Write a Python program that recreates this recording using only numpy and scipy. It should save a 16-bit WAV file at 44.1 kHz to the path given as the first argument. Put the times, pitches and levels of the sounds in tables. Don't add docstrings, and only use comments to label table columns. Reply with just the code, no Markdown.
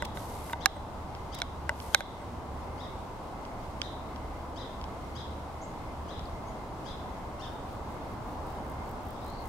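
import sys
import numpy as np
from scipy import signal
from scipy.fft import rfft, irfft, next_fast_len
from scipy.io import wavfile
from scipy.ndimage import uniform_filter1d, minimum_filter1d, map_coordinates

SR = 44100
rng = np.random.default_rng(int(sys.argv[2]) if len(sys.argv) > 2 else 0)


def field_ratio(decibels):
    return 10 ** (np.asarray(decibels, dtype=float) / 20)


def master_out(mix):
    frames = np.transpose(np.atleast_2d(mix))
    ceiling = np.clip(frames, -1, 1)
    pcm = np.round(ceiling * 32767).astype(np.int16)
    wavfile.write(sys.argv[1], SR, pcm)


N = 418068
CLOCK = np.arange(N) / SR


def unit(x):
    return x / np.sqrt(np.mean(x ** 2) + 1e-20)


def along(points, hz):
    f, v = np.transpose(points)
    return np.interp(np.log(hz + 1), np.log(f + 1), v)


def curves(rows, silence_db=-120):
    s, *cols = np.transpose(rows)
    out = [np.interp(CLOCK, s, c) for c in cols]
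    out[-1][(CLOCK < s[0]) | (CLOCK > s[-1] + .01)] = silence_db
    return out


def wobble(rate):
    coarse_s = CLOCK[::16]
    knots = rng.standard_normal(int(N * rate / SR) + 4)
    return np.interp(CLOCK, coarse_s, map_coordinates(knots, [coarse_s * rate]))


def hold(t, length, rise, fall):
    return np.clip(np.minimum(t / rise, (length - t) / fall), 0, 1)


def panned(x, lr_db):
    return x * field_ratio(np.array([[lr_db / 2], [-lr_db / 2]]))


def tone(hz):
    return np.sin(2 * np.pi * np.cumsum(hz) / SR)


def rush(spectrum, alike, patchy_db):
    z = signal.stft(rng.standard_normal((2, N)), nperseg=512)[2]
    field = uniform_filter1d(rng.standard_normal(z.shape[1:]), size=5, axis=0)
    field = uniform_filter1d(field, size=12, axis=1)
    pair = signal.istft(z * field_ratio(patchy_db * unit(field)), nperseg=512)[1][:, :N]
    m = next_fast_len(N + 8192)
    hz = np.fft.rfftfreq(m, 1 / SR)
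    turn = np.arccos(np.clip(along(alike, hz), -1, 1)) / 2
    coloured = rfft(pair, m) * field_ratio(along(spectrum, hz)) * [np.cos(turn), np.sin(turn)]
    mid, side = irfft(coloured, m)[:, :N]
    return unit(np.array([mid + side, mid - side]))


def add(track, sound, s):
    i = round(s * SR)
    part = sound[..., max(-i, 0):max(N - i, 0)]
    track[..., max(i, 0):max(i, 0) + part.shape[-1]] += part


def among_trees(call, wet_db, lr_db, wall_db):
    # pitch_hz, time to fade by 60 dB_s
    trunk_fade = [(1500, .6), (3800, .7), (7000, .35)]
    hz, t, z = signal.stft(rng.standard_normal((2, SR // 2)), SR, nperseg=256)
    clumps_db = 4 * rng.standard_normal((2, 1, len(t)))
    fade_db = 60 * t / along(trunk_fade, hz)[:, None]
    tail = signal.istft(z * field_ratio(clumps_db - fade_db), SR, nperseg=256)[1]
    tail = tail / np.sqrt(np.sum(tail ** 2) / 2)
    delayed = np.pad(call, (SR // 200, 0))[None]
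    wet = field_ratio(wet_db) * signal.fftconvolve(delayed, tail, axes=1)
    add(wet, panned(call, lr_db), 0)
    add(wet, panned(field_ratio(wall_db) * call, lr_db=10.0), .043)
    return wet


def traffic():
    # time_s, level_db
    road = [
        (0.0, -43.5),
        (1.37, -45),
        (3.64, -44),
        (4.86, -44.5),
        (7.68, -43.5),
        (8.16, -42.5),
        (9.48, -43),
    ]
    # pitch_hz, level_db per Hz
    rumble_colour = [(8.8, -33.5), (15, -4.5), (64, -1.5), (113, -4), (151, -8), (188, -7.5), (269, -10.5),
                     (292, -9.5), (400, -16), (520, -22.5), (880, -120)]
    # pitch_hz, level_db per Hz
    tyre_colour = [(150, -28), (250, -3), (400, -4.5), (500, -2.5), (790, 0.5), (1020, -.5), (1300, -8.5),
                   (1650, -16), (2500, -30.5), (4000, -78.5)]
    # pitch_hz, level_db per Hz
    leaf_colour = [(1200, -30), (1800, -4), (2500, 0), (3200, -1), (4000, -3), (5000, -5), (6300, -8),
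                   (8000, -10), (10000, -12.5), (13000, -15.5), (15800, -19)]
    # pitch_hz, likeness (1 = same)
    likeness = [(60, 0.96), (130, 0.89), (290, 0.9), (640, 0.8), (1410, 0.425), (3100, 0), (6820, 0.14),
                (15000, 0)]
    # start_s, length_s, level_db
    pulls = [
        (-.1, 2.44, -49),
        (2.2, .8, -47),
        (3.75, 1.06, -51),
        (4.752, 0.93, -45),
        (5.85, 0.68, -44.5),
        (6.8, 1.22, -53),
        (8.2, 0.78, -51),
        (9, 0.77, -52),
    ]
    flow_db, = curves(road)
    flow_db = flow_db - flow_db.mean()
    rumble = panned(rush(rumble_colour, likeness, patchy_db=-0.15), lr_db=-1.3)
    rumble *= field_ratio(-43 + 0.96 * flow_db + 0.43 * wobble(4.5))
    tyres = panned(rush(tyre_colour, likeness, patchy_db=0.23), lr_db=0.7)
    tyres *= field_ratio(-42.5 + flow_db + 0.34 * wobble(6))
    leaves = panned(rush(leaf_colour, likeness, patchy_db=-0.2), lr_db=0.0)
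    leaves *= field_ratio(-58.5 + 0.14 * flow_db + 0.5 * wobble(11))
    idle_db, firing_hz = -60, 73
    pull = field_ratio(idle_db)
    for s, length, db in pulls:
        pull = pull + field_ratio(db) * hold(CLOCK - s, length, rise=0.14, fall=0.19)
    engine = pull * field_ratio(.7 + 2 * wobble(4.2)) * tone(firing_hz + 1.81 * wobble(7))
    return rumble + tyres + leaves + engine


def crickets():
    # wing pitch_hz, level_db, strokes per second
    chorus = [
        (2050, -2, 35.6),
        (2090, 0, 36.2),
        (2130, -1, 36.7),
        (2185, -5, 37.3),
        (2010, -6, 47),
    ]
    out = np.zeros((2, N))
    for hz, db, rate in chorus:
        stroke = np.maximum(tone(rate + .3 * wobble(1.5)) + 1.3, 0)
        path = field_ratio(db + 3 * np.array([wobble(22), wobble(22)]))
        cycles = np.cumsum(hz + 32 * wobble(18)) / SR + rng.random((2, 1))
        out += path * stroke * np.sin(2 * np.pi * cycles)
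    start_s, every_s, trill_s, edge_s = .3, .745, .46, .08
    trill = hold((CLOCK - start_s) % every_s, trill_s, edge_s, edge_s)
    trill_db, pause_db = -59, -4.6
    return field_ratio(trill_db + pause_db * (1.5 - trill)) * unit(out)


def katydid():
    # time before its end_s, level_db
    strokes = [
        (.088, -12),
        (.071, -9),
        (.054, -5),
        (.037, -3),
        (.02, -.5),
        (0, -.8),
        (-.025, -8),
    ]
    # pitch_hz, level_db per Hz
    rasp_colour = [(2500, -30), (4000, -9), (7000, -4), (10000, -3), (13000, 0), (15800, -3)]
    gate = np.zeros(N)
    t = np.arange(SR // 50) / SR
    stroke = t / .0025 * np.exp(1 - t / .0025)
    first_end_s, every_s, first_db, swell_db = 7.553, .1941, -63.5, 1.12
    for k in range(11):
        for before_s, share_db in strokes:
            db = first_db + swell_db * k + share_db + rng.normal(0, 1.2)
            add(gate, field_ratio(db) * stroke, first_end_s + every_s * k - before_s - .002)
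    return gate * rush(rasp_colour, [(5000, .6)], patchy_db=1.5)


def other_birds():
    # start_s, length_s, from_hz, to_hz, level_db, left-right_db
    seeps = [
        (.757, 0.0143, 8700, 8000, -64, -4),
        (2.212, .014, 8620, 8100, -68, 8),
        (5.611, 0.049, 6400, 7500, -62, 7.5),
        (5.612, 0.0364, 5900, 6650, -60.5, 3.5),
        (6.254, .006, 5300, 4200, -60, 19.5),
        (6.462, .045, 5930, 6900, -65, 0),
    ]
    # time_s, pitch_hz, level_db
    whistle = [
        (9.0, 3230, -84),
        (9.07, 3350, -68),
        (9.2, 3620, -65.5),
        (9.27, 4000, -63),
        (9.36, 4370, -59.5),
        (9.41, 4340, -61),
        (9.48, 4050, -72),
    ]
    out = np.zeros((2, N))
    for s, length, from_hz, to_hz, db, lr_db in seeps:
        u = np.linspace(0, 1, round(length * SR))
        quiver_hz = 70 * np.interp(u, np.linspace(0, 1, num=12), rng.standard_normal(12))
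        glide_hz = from_hz + (to_hz - from_hz) * np.sin(np.pi / 2 * u)
        call = np.sin(np.pi * u) ** 0.48 * tone(glide_hz + quiver_hz)
        add(out, among_trees(field_ratio(db + 5.0) * call, wet_db=-2, lr_db=lr_db, wall_db=-21.5), s)
    hz, db = curves(whistle)
    for port in out:
        hoarse = field_ratio(3 * wobble(30)) * wobble(700)
        strand = field_ratio(-5 - 90 * np.abs(CLOCK - 9.21)) * wobble(150) * tone(np.full(N, 4950.))
        port += field_ratio(db + 5.5) * (hoarse * tone(hz) + strand)
    return out


def zoom_drive():
    # start_s, length_s, spin-up_s, level_db
    runs = [
        (.14, .4, .018, -59.5),
        (1.72, .305, .11, -60.5),
    ]
    # pitch_hz, level_db per Hz
    drive_colour = [(1100, -30), (1800, -3), (4000, -2), (6000, -3), (7500, -4), (8900, -.5), (9800, -4),
                    (11300, 0), (13700, -6), (14200, -15), (15800, -22)]
    level = sum(field_ratio(db) * hold(CLOCK - s, length, rise, fall=0.022) for s, length, rise, db in runs)
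    grit = field_ratio(6.0 + 0.56 * wobble(40.5) + 1.6 * wobble(250))
    return level * grit * panned(rush(drive_colour, [(5000, 0.19)], patchy_db=-1.0), lr_db=1.0)


def scrapes():
    # start_s, length_s, level_db, upper end of the noise band_hz
    slips = [
        (0.048, 0.0093, -31, 5200),
        (0.526, 0.0089, -40.5, 9000),
        (1.344, 0.011, -37.5, 9000),
        (1.385, .008, -38, 7000),
        (1.401, 0.003, -34, 5000),
    ]
    out = np.zeros((2, N))
    for s, length, db, upper_hz in slips:
        n = round(length * SR)
        edges_hz = [upper_hz * 0.26, min(upper_hz * 0.95, SR / 2.2)]
        band = signal.butter(1, edges_hz, "bandpass", fs=SR)
        swell = np.sin(np.linspace(0, np.pi, n)) ** .5
        add(out, field_ratio(db) * swell * signal.lfilter(*band, rng.standard_normal((2, n))), s)
    return out


def contacts(events, modes, gain_db, colour_db, rise_s, apart):
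    out, t = np.zeros((2, N)), np.arange(SR // 12) / SR
    hz, level, t60 = np.transpose(modes)[:, :, None]
    band = np.digitize(hz, [1200, 3000, 6000])
    side = np.array([1, -1])[:, None, None]
    for s, db, lr_db, *touch in events:
        weight_db, edge_db = touch or (0, 0)
        low_db, mid_db, high_db = np.add(colour_db, [weight_db, edge_db, edge_db])
        colour = np.array([low_db, 0, mid_db, high_db])[band]
        phase = np.pi * np.arange(len(hz))[:, None] + apart * (hz / 1000) ** 0.19 * side
        fade = field_ratio(level + colour - 60 * t / t60)
        ring = np.sum(fade * np.sin(2 * np.pi * hz * t + phase), axis=1)
        noise = uniform_filter1d(rng.standard_normal((2, len(t))), size=3)
        crack = field_ratio(high_db - 12.5 - 60 * t / 0.0095) * noise
        onset = 1 - np.exp(-(t / rise_s) ** 2)
        add(out, panned(field_ratio(db + gain_db) * onset * (ring + crack), lr_db), s)
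    return out


def lever_snaps():
    # time_s, peak_db, left-right_db, weight_db, edge_db
    snaps = [
        (1.9465, -8, -6, 0, 0),
        (2.0062, -24.4, -3.4, 10.1, -6.1),
    ]
    # pitch_hz, level_db, time to fade by 60 dB_s
    lever = [(577, -23.5, 0.043), (798, -25, 0.05), (1560, -2, 0.018), (2120, -17, 0.044),
             (2347, -7.5, 0.011), (3160, -21, 0.0234), (3900, -5.5, 0.013), (6150, -10, 0.0061),
             (9200, -18, 0.006), (4480, -10, .009), (5340, -12, 0.0065), (6800, -12, 0.00645),
             (10070, -19, .008), (12300, -9, 0.002)]
    return contacts(snaps, lever, gain_db=3.0, colour_db=(5.5, .5, 3), rise_s=0.00019, apart=0.61)


def catch_clack():
    # time_s, peak_db, left-right_db
    clacks = [
        (.6583, -7.5, -8),
    ]
    # pitch_hz, level_db, time to fade by 60 dB_s
    catch = [(776, -21, 0.063), (1180, -15, 0.021), (1670, -5, 0.019), (2300, -10, 0.0108),
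             (2750, -13, 0.0137), (3920, -8.5, 0.014), (4364, -13, 0.011), (5540, -6, 0.0075),
             (6920, -8.5, 0.0064), (9370, -9.5, 0.0057), (12270, -12.5, 0.00665), (13560, -33.5, .006)]
    return contacts(clacks, catch, gain_db=3, colour_db=(4, -1, -2), rise_s=0.00019, apart=0.59)


def pawl_slip():
    # time_s, peak_db, left-right_db
    notch = [
        (1.4181, -17, -2),
    ]
    # pitch_hz, level_db, time to fade by 60 dB_s
    pawl = [(702, -15, 0.038), (1482, -2, 0.015), (2240, -8, 0.027), (3430, -6, 0.015), (4000, -1, 0.0081),
            (5470, -8, 0.0088), (6340, -9, 0.0053), (8840, -25, .012), (10900, -22, .012)]
    return contacts(notch, pawl, gain_db=-2.5, colour_db=(1.3, 3, 4), rise_s=0.00028, apart=0.49)


def grip_taps():
    # time_s, peak_db, left-right_db, weight_db, edge_db
    taps = [
        (0.1721, -35.9, -10.4, -1.1, 3.1),
        (0.4969, -35.5, -3.4, -2.1, -9.1),
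        (0.5323, -24.6, -1.4, 0.1, 0.1),
    ]
    # pitch_hz, level_db, time to fade by 60 dB_s
    grip = [(934, -3.5, 0.053), (1520, -5, 0.03), (2020, -3.5, 0.015), (2840, -12.5, 0.016),
            (3650, -8, 0.015), (5300, -23, .008), (11500, -26, 0.0116)]
    return contacts(taps, grip, gain_db=2.0, colour_db=(1.5, 1.5, 1.65), rise_s=0.00043, apart=0.42)


def shell_bumps():
    # time_s, peak_db, left-right_db
    thuds = [
        (0.7621, -39.1, -1.4),
        (1.7121, -44.1, -1.4),
        (2.2141, -42.6, -1.4),
        (2.2281, -43.1, -1.4),
    ]
    # time_s, peak_db, left-right_db, weight_db, edge_db
    knocks = [
        (0.0229, -32.1, -2.4, 8.4, 4.1),
        (1.693, -24.1, 1.1, 0.1, 0.1),
    ]
    # pitch_hz, level_db, time to fade by 60 dB_s
    shell = [(595, -1.5, 0.075), (930, -0.5, 0.0464), (1514, 3.5, 0.02), (2001, 1.5, 0.019),
             (2830, -10, 0.017), (3570, -11, 0.0071), (5250, -17.5, 0.0149), (7600, -15, 0.0069),
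             (11200, -23, 0.00565)]
    soft = contacts(thuds, shell, gain_db=5.0, colour_db=(3.2, -12, -20), rise_s=0.0045, apart=0.2)
    hard = contacts(knocks, shell, gain_db=4.5, colour_db=(-8.5, -2.5, 7.5), rise_s=0.00023, apart=0.53)
    return soft + hard


def cap_ticks():
    # time_s, peak_db, left-right_db
    ticks = [
        (1.1503, -40.1, -3.1),
        (1.7579, -51.4, 1.1),
        (1.8016, -36.1, -6.1),
        (3.4519, -41.4, 0.1),
        (3.8169, -21.6, -7.4),
        (4.161, -41.9, -4.1),
        (4.8141, -39.9, -2.1),
        (4.8408, -37.9, -4.1),
        (6.1939, -39.1, 0.6),
    ]
    # pitch_hz, level_db, time to fade by 60 dB_s
    cap = [(1470, -3.5, 0.0084), (2300, -7, 0.01), (3170, 2.5, 0.0072), (4580, -9.5, 0.0099),
           (5430, 3, 0.0032), (7670, -18, 0.0063), (12900, -34, .006)]
    return contacts(ticks, cap, gain_db=0.5, colour_db=(1.5, 1.5, 1.5), rise_s=0.0002, apart=0.89)


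def sparrow():
    # start_s, level_db, top of the second partial_hz, third partial_db, length_s
    chirps = [(-.06, -55, 4000, -10, 0.075), (0.597, -53.5, 4000, -5, 0.067), (1.312, -55, 4000, -2, .08),
              (1.925, -50.5, 4070, -8.5, 0.063), (2.769, -59, 3940, -2, 0.1), (3.806, -54, 4040, -8, 0.078),
              (4.551, -54.5, 4042, -3, 0.086), (5.144, -54.5, 4030, -2.5, .08),
              (6.075, -56.5, 4000, -6.5, 0.0832), (6.847, -54.5, 4050, -4, 0.0806),
              (7.389, -54, 3646, -4, .082)]
    arch = [(0, .69), (.3, .85), (.45, .98), (.57, 1), (.7, .9), (1, .77)]
    # pitch_hz, level_db
    throat = [(1400, -11), (1900, -11.5), (2700, -9), (3700, 0), (4100, -5.5), (4500, -2.5), (5200, 2.5),
              (5700, -12.5), (6400, -5.5), (7200, -33)]
    breath_band = signal.butter(2, (3880, 7200), "bandpass", fs=SR)
    out = np.zeros((2, N))
    for s, db, top_hz, third_db, length in chirps:
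        u = np.linspace(0, 1, round(length * SR))
        quiver = 1 + .02 * np.interp(u, np.linspace(0, 1, num=30), rng.standard_normal(30))
        hoarse = 1 + .45 * np.interp(u, np.linspace(0, 1, num=60), rng.standard_normal(60))
        pitch = uniform_filter1d(np.interp(u, *np.transpose(arch)), size=250) * quiver * top_hz / 2
        late = -12 * u
        partials = [(1, -.5), (2, 0.023), (3, third_db + late), (4, -.5 + 1.4 * late)]
        call = sum(field_ratio(level_db + along(throat, k * pitch)) * tone(k * pitch) for k, level_db in partials)
        scratch = signal.lfilter(*breath_band, rng.standard_normal(len(u)))
        call += field_ratio(-12.5 + 2 * late) * unit(scratch)
        shape = np.sin(np.pi * u) ** 0.5 * hold(u - .05, length=1, rise=0.063, fall=.01)
        chirp = field_ratio(db + 4.5) * shape * hoarse * call
        add(out, among_trees(chirp, wet_db=4.5, lr_db=14.0, wall_db=-6.5), s)
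    return out


def scene():
    background = traffic() + crickets() + katydid() + other_birds()
    hand = zoom_drive() + scrapes() + lever_snaps() + catch_clack() + pawl_slip()
    hand += grip_taps() + shell_bumps() + cap_ticks()
    return background + hand + sparrow()


def roll_off(x):
    return signal.sosfilt(signal.butter(12, 16470, fs=SR, output="sos"), x)


def record(dry):
    over_db = np.maximum(20 * np.log10(np.abs(dry).max(axis=0) + 1e-9) + 14, 0)
    held = -minimum_filter1d(-over_db, size=440, origin=219)
    keep = np.exp(-1 / (.12 * SR))
    duck_db = signal.lfilter([1 - keep], [1, -keep], held)
    clipped = np.clip(dry * field_ratio(-3 * duck_db), -1, 1)
    m = next_fast_len(N)
    top_hz = 15830
    limited = irfft(rfft(clipped, m) * (np.fft.rfftfreq(m, 1 / SR) < top_hz), m)[:, :N]
    return roll_off(limited)


dry = scene()
out = record(dry)
master_out(out)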